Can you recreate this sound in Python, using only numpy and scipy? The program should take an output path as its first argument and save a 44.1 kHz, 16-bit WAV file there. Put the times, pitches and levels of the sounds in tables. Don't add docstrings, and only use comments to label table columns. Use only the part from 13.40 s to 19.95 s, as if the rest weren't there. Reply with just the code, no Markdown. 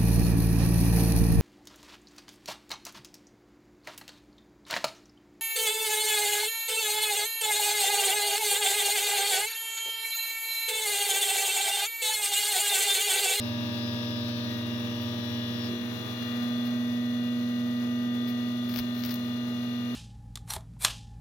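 import sys
import numpy as np
from scipy import signal
from scipy.fft import rfft, irfft, next_fast_len
from scipy.io import wavfile
from scipy.ndimage import map_coordinates

SR = 44100
rng = np.random.default_rng(int(sys.argv[2]) if len(sys.argv) > 2 else 0)


def materialize(psi):
    bounded = np.clip(np.atleast_2d(psi).T, -1, 1)
    quanta = np.round(bounded * 32767).astype(np.int16)
    wavfile.write(sys.argv[1], SR, quanta)


N = 288855
TIME = np.arange(N) / SR
FREE_TURNS_PER_S = 120.93


def juicer():
    # time_s, load (1 pressing, 0 running free)
    load_curve = [(0, 0.96), (1, 0.91), (1.6, 0.82), (2.27, 0.78), (2.32, 0.46), (2.75, 0.39), (2.95, .13),
                  (4.5, 0), (6.55, 0.051)]
    # loaded_db, free_db, loaded_pan_db, free_pan_db
    rotor_levels = [(-51.0, -59.5, 1, -3), (-51, -56.0, 0, -3.0), (-48.0, -58.5, -3.0, 4),
                    (-69.5, -60.5, -3.0, 0), (-60.5, -68.5, 0, 0), (-51.0, -70.5, -0.0, -2),
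                    (-66, -69.5, 7, 9), (-59.5, -53.0, -1.5, 11), (-71.5, -79, 6, 0),
                    (-68.0, -60.5, 3, 1.5), (-59, -60.5, 8, 12), (-47.0, -69, 7.0, 13), (-59, -57, 6, 12),
                    (-60.5, -54.5, 6.0, 16.0), (-68, -76, 0, 5.0), (-70, -64.5, 4.0, 7), (-67, -74, 6, 6.0),
                    (-60, -66, 6, 18), (-62, -68, 11, 17)]
    # order, loaded_db, free_db, loaded_pan_db, free_pan_db
    gear_partials = [(2.6, -49.0, -61.0, 1.0, -0.0), (2.8, -62.0, -60.0, -3.0, -2.0),
                     (3.6, -73.0, -64.0, -4.0, -3.0), (3.8, -77.0, -65.0, -4.0, -5.0),
                     (4.4, -67.0, -64.0, -2.0, -3.0), (5.2, -56.0, -55.0, 4.0, -2.0),
                     (5.4, -56.0, -65.0, 2.0, 6.0), (8.8, -63.0, -73.0, 2.0, 5.0),
                     (9.4, -69.0, -71.0, 1.0, 1.0), (10.4, -60.0, -66.0, 4.0, 5.0),
                     (18.2, -70.0, -77.0, 8.0, 9.0), (18.6, -72.0, -69.0, 10.0, 13.0),
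                     (20.8, -64.0, -67.0, 14.0, 14.0), (23.8, -70.0, -75.0, 13.0, 8.0),
                     (25.4, -67.0, -70.0, 10.0, 11.0), (26.4, -70.0, -68.0, 13.0, 15.0),
                     (27.4, -69.0, -73.0, 10.0, 11.0), (28.2, -71.0, -65.0, 10.0, 19.0),
                     (29.2, -70.0, -72.0, 17.0, 18.0), (29.6, -69.0, -70.0, 16.0, 17.0),
                     (29.8, -55.0, -60.0, 20.0, 21.0), (30.2, -68.0, -77.0, 18.0, 14.0),
                     (30.4, -70.0, -82.0, 18.0, 13.0), (30.6, -68.0, -75.0, 14.0, 15.0),
                     (30.8, -56.0, -65.0, 20.0, 16.0), (31.2, -57.0, -65.0, 19.0, 12.0),
                     (32.8, -73.0, -69.0, 17.0, 21.0), (33.4, -74.0, -66.0, 15.0, 20.0),
                     (34.2, -68.0, -68.0, 17.0, 20.0), (36.4, -66.0, -62.0, 9.0, 18.0),
                     (46.8, -71.0, -77.0, 14.0, 8.0), (49.4, -60.0, -65.0, 19.0, 21.0)]
    load, = in_time(load_curve)
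    turn = rotor_angle(load)
    gear_turn = turn * (1 - .00083)
    harmonics = [(order, *row) for order, row in enumerate(rotor_levels, 3)]
    rotor = whine(harmonics, turn, load, waver_db=1.64, waver_hz=1.95, smear_rad=0.016)
    gears = whine(gear_partials, gear_turn, load, waver_db=1.5, waver_hz=5.4, smear_rad=0.067)
    singing = singing_gears(gear_turn)
    air = whirr(gear_turn, load)
    clearing = swell(centre_s=2.9, width_s=0.58)
    whining = from_db(-0.42 + 3 * clearing) * (rotor + from_db(0.5) * gears)
    air *= from_db(.4 - .6 * load + 2.2 * clearing)
    return hum(turn, load) + whining + singing + air + pusher_chatter(turn)


def rotor_angle(load, sag_turns_per_s=2.2, lag_s=.26):
    keep = np.exp(-1 / (lag_s * SR))
    drag = load[0] + signal.lfilter([1 - keep], [1, -keep], load - load[0])
    speed = FREE_TURNS_PER_S - sag_turns_per_s * drag + 0.0302 * drift(11.1)
    return 2 * np.pi * np.cumsum(speed) / SR


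def hum(turn, load, mains_hum_hz=100.25):
    # time_s, level_db
    drone = [(0.06, -34), (1.63, -34.5), (2.44, -34), (2.63, -41.5), (2.99, -30), (3.3, -29), (4.76, -29),
             (5.49, -31.5), (6.48, -31.5)]
    # multiple, loaded_db, free_db
    mains = [(1, -45, -55), (2, -57, -54.5), (4, -61.5, -61.5)]
    let_go = swell(centre_s=2.405, width_s=0.055)
    shake_db = -43 + 4.5 * load - 9 * let_go + .5 * drift(15.0)
    out = tone(turn, shake_db, pan_db=-2.0, lead_rad=0.049)
    out += tone(2 * turn, in_time(drone)[0], pan_db=-1.8, lead_rad=0.24)
    for multiple, loaded_db, free_db in mains:
        level_db = free_db + load * (loaded_db - free_db) + 2.6 * drift(10.5)
        out += tone(2 * np.pi * multiple * mains_hum_hz * TIME, level_db, pan_db=2.0, lead_rad=.1)
    return out


def whine(partials, turn, load, waver_db, waver_hz, smear_rad):
    # time_s, fifth_db, tenth_db, sixteenth_db
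    swells = [(0.04, 3, 5, -5), (0.19, 2.5, 6, 1), (0.55, 3, 5.5, 2), (0.88, 3.5, 4, -8),
              (1.12, 0.5, 3, 10), (1.3, 0, 5, 2), (1.51, 0.5, 5, 4.5), (1.72, 1, 6, 4), (1.9, -0.5, 1, 3.5),
              (2.23, -2.5, 3, 5), (2.32, -2.5, 3, 1), (2.41, -6.0, -2, 0), (2.56, -11.5, -1, -3),
              (2.68, -16, 3, -1), (2.8, -4, -1, -1), (2.89, -1, 2, 4), (3.1, 1, 1.5, -1.5),
              (3.43, 1.5, -1.5, 3.5), (3.7, 3, -3, 3.5), (4.48, 2.5, 2, 3), (5.02, 1.5, 2.5, 3.5),
              (5.45, 2, 1, -2.5), (5.6, 1, 0, -1.5), (6.47, 1, 1.5, 0.5)]
    leads = [(3, 0.64), (6, 0), (8, -1.5), (10, 1.5), (12, 1.77), (14, 3.5), (16, 1.15), (20, 2.5),
             (36, 0.44)]
    swell_db = dict(zip((5, 10, 16), in_time(swells)))
    out = np.zeros((2, N))
    for order, loaded_db, free_db, loaded_pan_db, free_pan_db in partials:
        change_db = swell_db.get(order, waver_db * drift(waver_hz))
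        level_db = free_db + load * (loaded_db - free_db) + change_db
        pan_db = free_pan_db + load * (loaded_pan_db - free_pan_db)
        lead_rad = np.interp(order, *np.transpose(leads))
        out += tone(order * turn + smear_rad * drift(waver_hz), level_db, pan_db, lead_rad)
    return out


def singing_gears(turn):
    # overtone, pan_db
    overtones = [(9, 15), (11, 17.5), (13, 29)]
    # time_s, first_db, second_db, third_db
    levels = [(0.04, -49, -52, -54), (0.34, -51.5, -48.5, -54), (1.03, -57.5, -50.5, -53.0),
              (1.33, -50, -48.5, -57), (1.84, -63, -48.5, -53), (2.05, -55, -48.5, -52),
              (2.32, -50.5, -46.5, -52), (2.56, -51, -52, -53), (2.68, -52.5, -45, -53),
              (2.83, -49, -48, -51.5), (3.1, -53, -45, -51), (3.34, -55, -47.5, -54), (3.43, -55, -50, -69),
              (3.7, -57.5, -50.5, -54), (3.91, -51, -49.0, -58.0), (4.06, -55.0, -57.5, -56.0),
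              (4.39, -58, -52, -59), (4.63, -52.5, -54, -73), (4.84, -58, -47.0, -56),
              (4.99, -53, -50, -61), (5.2, -57.0, -51, -57), (5.45, -54, -51.5, -54),
              (5.69, -55, -50.5, -54), (5.96, -53.5, -48, -54.5), (6.08, -52.5, -54, -54.5),
              (6.47, -52, -52.5, -58)]
    mesh, shaft = turn * 13 / 5, turn / 5
    out = np.zeros((2, N))
    for (overtone, pan_db), level_db in zip(overtones, in_time(levels)):
        wobble_db = 0.54 * np.sin(shaft + rng.uniform(0, 2 * np.pi)) + 1.5 * drift(6.3)
        out += tone(overtone * mesh + 0.048 * drift(9.5), level_db + wobble_db, pan_db, lead_rad=1.49)
    return out


def whirr(turn, load, throb_depth=0.093, right_lag_s=0.00015):
    # frequency_hz, loaded_density_db, free_density_db, pan_db
    spectrum = [(25.2, -88, -100, -5), (60, -80, -87.5, -22), (122, -76.5, -74.5, -12),
                (218, -63, -71.5, -11), (430, -80.5, -79, 2), (540, -79, -81.5, -23),
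                (1024, -84.5, -86.5, 11), (2310, -83.5, -87, 1.5), (3860, -84.5, -89.5, 17),
                (4570, -88.5, -91, 15), (5250, -87, -92, 15.5), (7380, -99, -100, 7.5),
                (8200, -114, -118, 22), (9050, -100, -102, 3.5), (14600, -92.5, -96.5, 12)]
    # frequency_hz, coherence
    coherence = [(30, 0.6), (150, 0.2), (400, 0.79), (900, 0.16), (2000, 0.43), (5000, 0.35),
                 (15000, 0.046)]
    mid, side = tooth_noise(turn) * np.sqrt(SR / 2)
    air = coloured(mid, lambda hz: np.sqrt((1 + at_hz(coherence, hz)) / 2))
    air = air + coloured(side, lambda hz: np.sqrt((1 - at_hz(coherence, hz)) / 2)) * [[1], [-1]]
    throb = np.cos(3 * turn) + 2.1 * np.cos(2 * turn) + .5 * np.cos(turn)
    air *= (1 + throb_depth * throb) * from_db(1.08 * drift(22))
    delays_s = np.array([[0], [right_lag_s]])
    place = lambda hz: sides(at_hz(spectrum, hz, column=3)) * np.exp(-2j * np.pi * hz * delays_s)
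    loaded = coloured(air, lambda hz: from_db(at_hz(spectrum, hz, column=1)) * place(hz))
    free = coloured(air, lambda hz: from_db(at_hz(spectrum, hz, column=2)) * place(hz))
    return load * loaded + (1 - load) * free


def tooth_noise(turn, worn_share=.35):
    size = round(5 * SR / FREE_TURNS_PER_S)
    position = turn / (10 * np.pi) % 1 * size
    worn = [map_coordinates(rng.standard_normal(size), [position], mode="grid-wrap") for _ in range(2)]
    return np.sqrt(worn_share) * np.array(worn) + np.sqrt(1 - worn_share) * rng.standard_normal((2, N))


def pusher_chatter(turn, waver_hz=4.2, rasp_from_order=38):
    # order, pusher_high_db, pusher_low_db, free_db, pan_db
    harmonics = [(22.0, -58.5, -62.5, -74, 5.0), (23.0, -58.5, -58, -64.5, 13),
                 (24.0, -69, -53.0, -75, 7.0), (25.0, -62, -54, -78, 14), (26.0, -57.0, -55.5, -68.5, 7),
                 (27.0, -63.0, -59, -76, 10.0), (28.0, -66.0, -60, -65.5, 20), (29.0, -60, -51, -73, 17.0),
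                 (30.0, -62, -62, -70.0, 16), (31.0, -53, -57.5, -66, 18), (32.0, -52.5, -56, -72, 23),
                 (33.0, -70, -57, -70, 12), (34.0, -57.5, -64.0, -67, 9), (35.0, -66, -63.0, -77, 6),
                 (36.0, -56, -61, -78, 10.0), (37.0, -65, -70, -79, 11), (38.0, -74, -63.0, -80, 14),
                 (39.0, -59.5, -69, -80, 14), (40.0, -59, -66, -78, 14.0), (41.0, -66, -71, -78.0, 17),
                 (42.0, -57, -73, -79, 17.0), (43.0, -57.5, -70, -82.0, 18), (44.0, -74, -82, -75.0, 16),
                 (45.0, -62.5, -59, -87, 17.0), (46.0, -65, -74, -85, 17), (47.0, -68, -64.0, -89.0, 13),
                 (48.0, -62, -82.0, -85.0, 17.0), (49.0, -70.0, -76, -69.5, 15)]
    # time_s, depth (0 to 1), pressure (1 is a firm push)
    press = [(0, 0.03, 0.95), (.5, 0, 1.08), (.7, 0.3, 1.22), (1, 0, 1.02), (1.2, 0.2, 0.88),
             (1.6, 0.8, 1.03), (1.9, 1, 0.98), (2.05, .95, 0.96), (2.18, 0.9, 0.92), (2.285, 0.5, 1),
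             (2.31, 1, 0.57), (3.3, 1, 0.33)]
    # time_s, gain_db
    rasp = [(0, 2), (.3, -0.5), (.5, 2), (.9, -0.5), (1.2, 0.5), (1.8, 0.5), (2.2, 5.5), (2.27, 7),
            (2.3, 2), (2.34, 1), (2.6, -1)]
    depth, pressure = in_time(press)
    rasp_db, = in_time(rasp)
    out = np.zeros((2, N))
    for order, high_db, low_db, free_db, pan_db in harmonics:
        pressed_db = high_db + depth * (low_db - high_db)
        level_db = free_db + pressure * (pressed_db - free_db) + 2.45 * drift(waver_hz) - 0.13
        scatter_rad = np.pi
        if order >= rasp_from_order:
            level_db += rasp_db
            scatter_rad = 0.99
        if order == 23:
            level_db += 3.5 * swell(centre_s=6, width_s=0.76)
        angle = order * turn + 0.06 * drift(waver_hz)
        out += tone(angle, level_db, pan_db, lead_rad=2.03, scatter_rad=scatter_rad)
    return out


def pusher_bumps():
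    # start_s, level_db
    bumps = [(2.255, -53), (2.295, -36), (2.335, -35.5)]
    # pitch_hz, gain_db, t60_s
    modes = [(359, -0.5, 0.21), (396, -6, 0.11), (1180, -21, 0.04)]
    return struck_body(bumps, modes, contact_hz=2000, pan_db=1)


def cutting(cracks_per_s=4400, spread_db=4.0, snap_s=0.0035, body_hz=3100, treble_hz=7400):
    # start_s, length_s, level_db
    crunches = [(1.62, .012, -42), (2.84, 0.032, -49), (2.905, .008, -48), (3.26, 0.014, -43),
                (4.877, 0.023, -39), (5.288, 0.069, -39.5), (5.358, 0.031, -31.5), (5.55, 0.073, -41),
                (5.636, 0.1, -38), (5.853, .02, -46)]
    # start_s, treble_db, middle_db, body_db
    fibres = [(5.293, -35, -41, -40), (5.34, -32, -37, -32), (5.3603, -29, -33, -29.5),
              (5.3735, -33, -39, -40), (5.381, -34, -37, -35), (5.388, -26.5, -29.5, -31),
              (5.396, -33, -34, -35), (5.5495, -44, -42, -46), (5.592, -42, -44, -43),
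              (5.637, -33, -28.5, -34), (5.65, -29, -33.5, -35), (5.6605, -27, -39, -41),
              (5.6935, -35, -35, -32), (5.708, -27, -31, -37), (5.7145, -33, -36, -38),
              (5.7238, -35, -42, -42), (5.741, -25, -35, -43), (5.7572, -34, -37, -42),
              (5.792, -42, -46, -52)]
    # frequency_hz, gain_db
    spectrum = [(300, -11), (800, -8.5), (2000, -5.5), (3000, -4.5), (4000, -2), (5200, -3), (6200, -11.5),
                (7200, -19), (8200, -32), (9200, -22.5), (10400, -18), (12000, -9), (13800, -4.5),
                (15500, -4)]
    sizes = from_db(spread_db * np.minimum(rng.exponential(1, N), 4)) * rng.choice([-1, 1], N)
    cracks = sizes * (rng.random(N) < cracks_per_s / SR)
    cracks *= strokes(crunches, rise_db_per_s=1097, fall_db_per_s=518) / cracks.std()
    treble, middle, body = np.zeros((3, N))
    age = TIME[:SR // 40]
    for start_s, treble_db, middle_db, body_db in fibres:
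        burst = rng.standard_normal(len(age)) * np.exp(-age / snap_s)
        span = slice(round(start_s * SR), round(start_s * SR) + len(age))
        treble[span] += burst * from_db(treble_db + 5.5)
        middle[span] += burst * from_db(middle_db + 9)
        body[span] += burst * from_db(body_db + 10)
    below = lambda hz, edge_hz: 1 / (1 + (hz / edge_hz) ** 6)
    snaps = coloured(treble, lambda hz: 1 - below(hz, treble_hz))
    snaps += coloured(middle, lambda hz: below(hz, treble_hz) - below(hz, body_hz))
    snaps += coloured(body, lambda hz: below(hz, body_hz))
    crunch = coloured(cracks + snaps, lambda hz: from_db(at_hz(spectrum, hz)))
    return kitchen(crunch, t60_s=0.33, wet_db=-15) * sides(pan_db=14)


def counter_knocks():
    # start_s, level_db
    blows = [(5.365, -58), (5.395, -51), (5.645, -58)]
    # pitch_hz, gain_db, t60_s
    modes = [(58, 4, 0.24), (89, 19, 0.11), (149, -3, 0.083)]
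    return struck_body(blows, modes, contact_hz=130, pan_db=-7)


def leaves(rubs_per_s=1800):
    # frequency_hz, gain_db
    spectrum = [(100, -17), (500, -9), (1200, -2), (1800, 6.5), (2500, -10.5), (4200, -1), (6000, -16),
                (8200, -28), (11000, -30), (15000, -13)]
    # start_s, length_s, level_db
    lifts = [(2.45, .02, -58), (2.825, 0.1, -49)]
    rubs = rng.standard_normal(N) * (rng.random(N) < rubs_per_s / SR)
    rustle = kitchen(coloured(rubs, lambda hz: from_db(at_hz(spectrum, hz))), t60_s=0.21, wet_db=-4.0)
    return rustle / rustle.std() * strokes(lifts, rise_db_per_s=80, fall_db_per_s=54) * sides(pan_db=9)


def struck_body(blows, modes, contact_hz, pan_db):
    out = np.zeros(N)
    for start_s, level_db in blows:
        age = TIME[:N - round(start_s * SR)]
        for pitch_hz, gain_db, t60_s in modes:
            decay = from_db(level_db + gain_db - 60 * age / t60_s)
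            out[-len(age):] += decay * np.sin(2 * np.pi * pitch_hz * age)
    contact = signal.butter(2, [42, contact_hz], "band", fs=SR, output="sos")
    return signal.sosfilt(contact, out) * sides(pan_db)


def kitchen(x, t60_s, wet_db):
    age = TIME[:SR // 2]
    tail = rng.standard_normal((2, len(age))) * from_db(-60 * age / t60_s)
    tail /= np.sqrt(np.sum(tail ** 2, axis=1, keepdims=True))
    return x + from_db(wet_db) * signal.fftconvolve(x[None], tail, axes=1)[:, :N]


def tone(angle, level_db, pan_db, lead_rad, scatter_rad=np.pi):
    phase = angle + scatter_rad * rng.uniform(-1.014, 1)
    return np.sqrt(2) * from_db(level_db) * sides(pan_db) * np.sin([phase + lead_rad, phase])


def sides(pan_db):
    ratio = from_db(np.atleast_1d(pan_db))
    return np.array([ratio, np.ones_like(ratio)]) * np.sqrt(2 / (1 + ratio ** 2))


def drift(corner_hz):
    hop, settling = 100, 1000
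    pole = np.exp(-2 * np.pi * corner_hz * hop / SR)
    noise = rng.standard_normal(N // hop + settling + 2)
    slow = signal.lfilter([1], [1, -2 * pole, pole * pole], noise)[settling:]
    return np.interp(np.arange(N) / hop, np.arange(len(slow)), slow / slow.std())


def swell(centre_s, width_s):
    return np.exp(-((TIME - centre_s) / width_s) ** 2)


def strokes(rows, rise_db_per_s, fall_db_per_s):
    out = np.zeros(N)
    for start_s, length_s, level_db in rows:
        below_db = rise_db_per_s * np.maximum(start_s - TIME, 0)
        below_db += fall_db_per_s * np.maximum(TIME - start_s - length_s, 0)
        out = np.maximum(out, from_db(level_db - np.minimum(below_db, 100)))
    return out


def coloured(x, gain_at):
    size = next_fast_len(N + 4096, real=True)
    hz = np.fft.rfftfreq(size, 1 / SR).clip(1)
    return irfft(rfft(x, size) * gain_at(hz), size)[..., :N]


def at_hz(spectrum, hz, column=1):
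    points = np.array(spectrum, float)
    return np.interp(np.log(hz), np.log(points[:, 0]), points[:, column])


def in_time(rows):
    time_s, *columns = np.transpose(rows)
    return [np.interp(TIME, time_s, column) for column in columns]


def from_db(db):
    return 10 ** (np.asarray(db) / 20)


def scene():
    return juicer() + pusher_bumps() + cutting() + counter_knocks() + leaves()


def record(dry):
    cutoff_hz = 15950
    return signal.sosfilt(signal.ellip(12, .1, 90, cutoff_hz, fs=SR, output="sos"), dry)


dry = scene()
out = record(dry)
materialize(out)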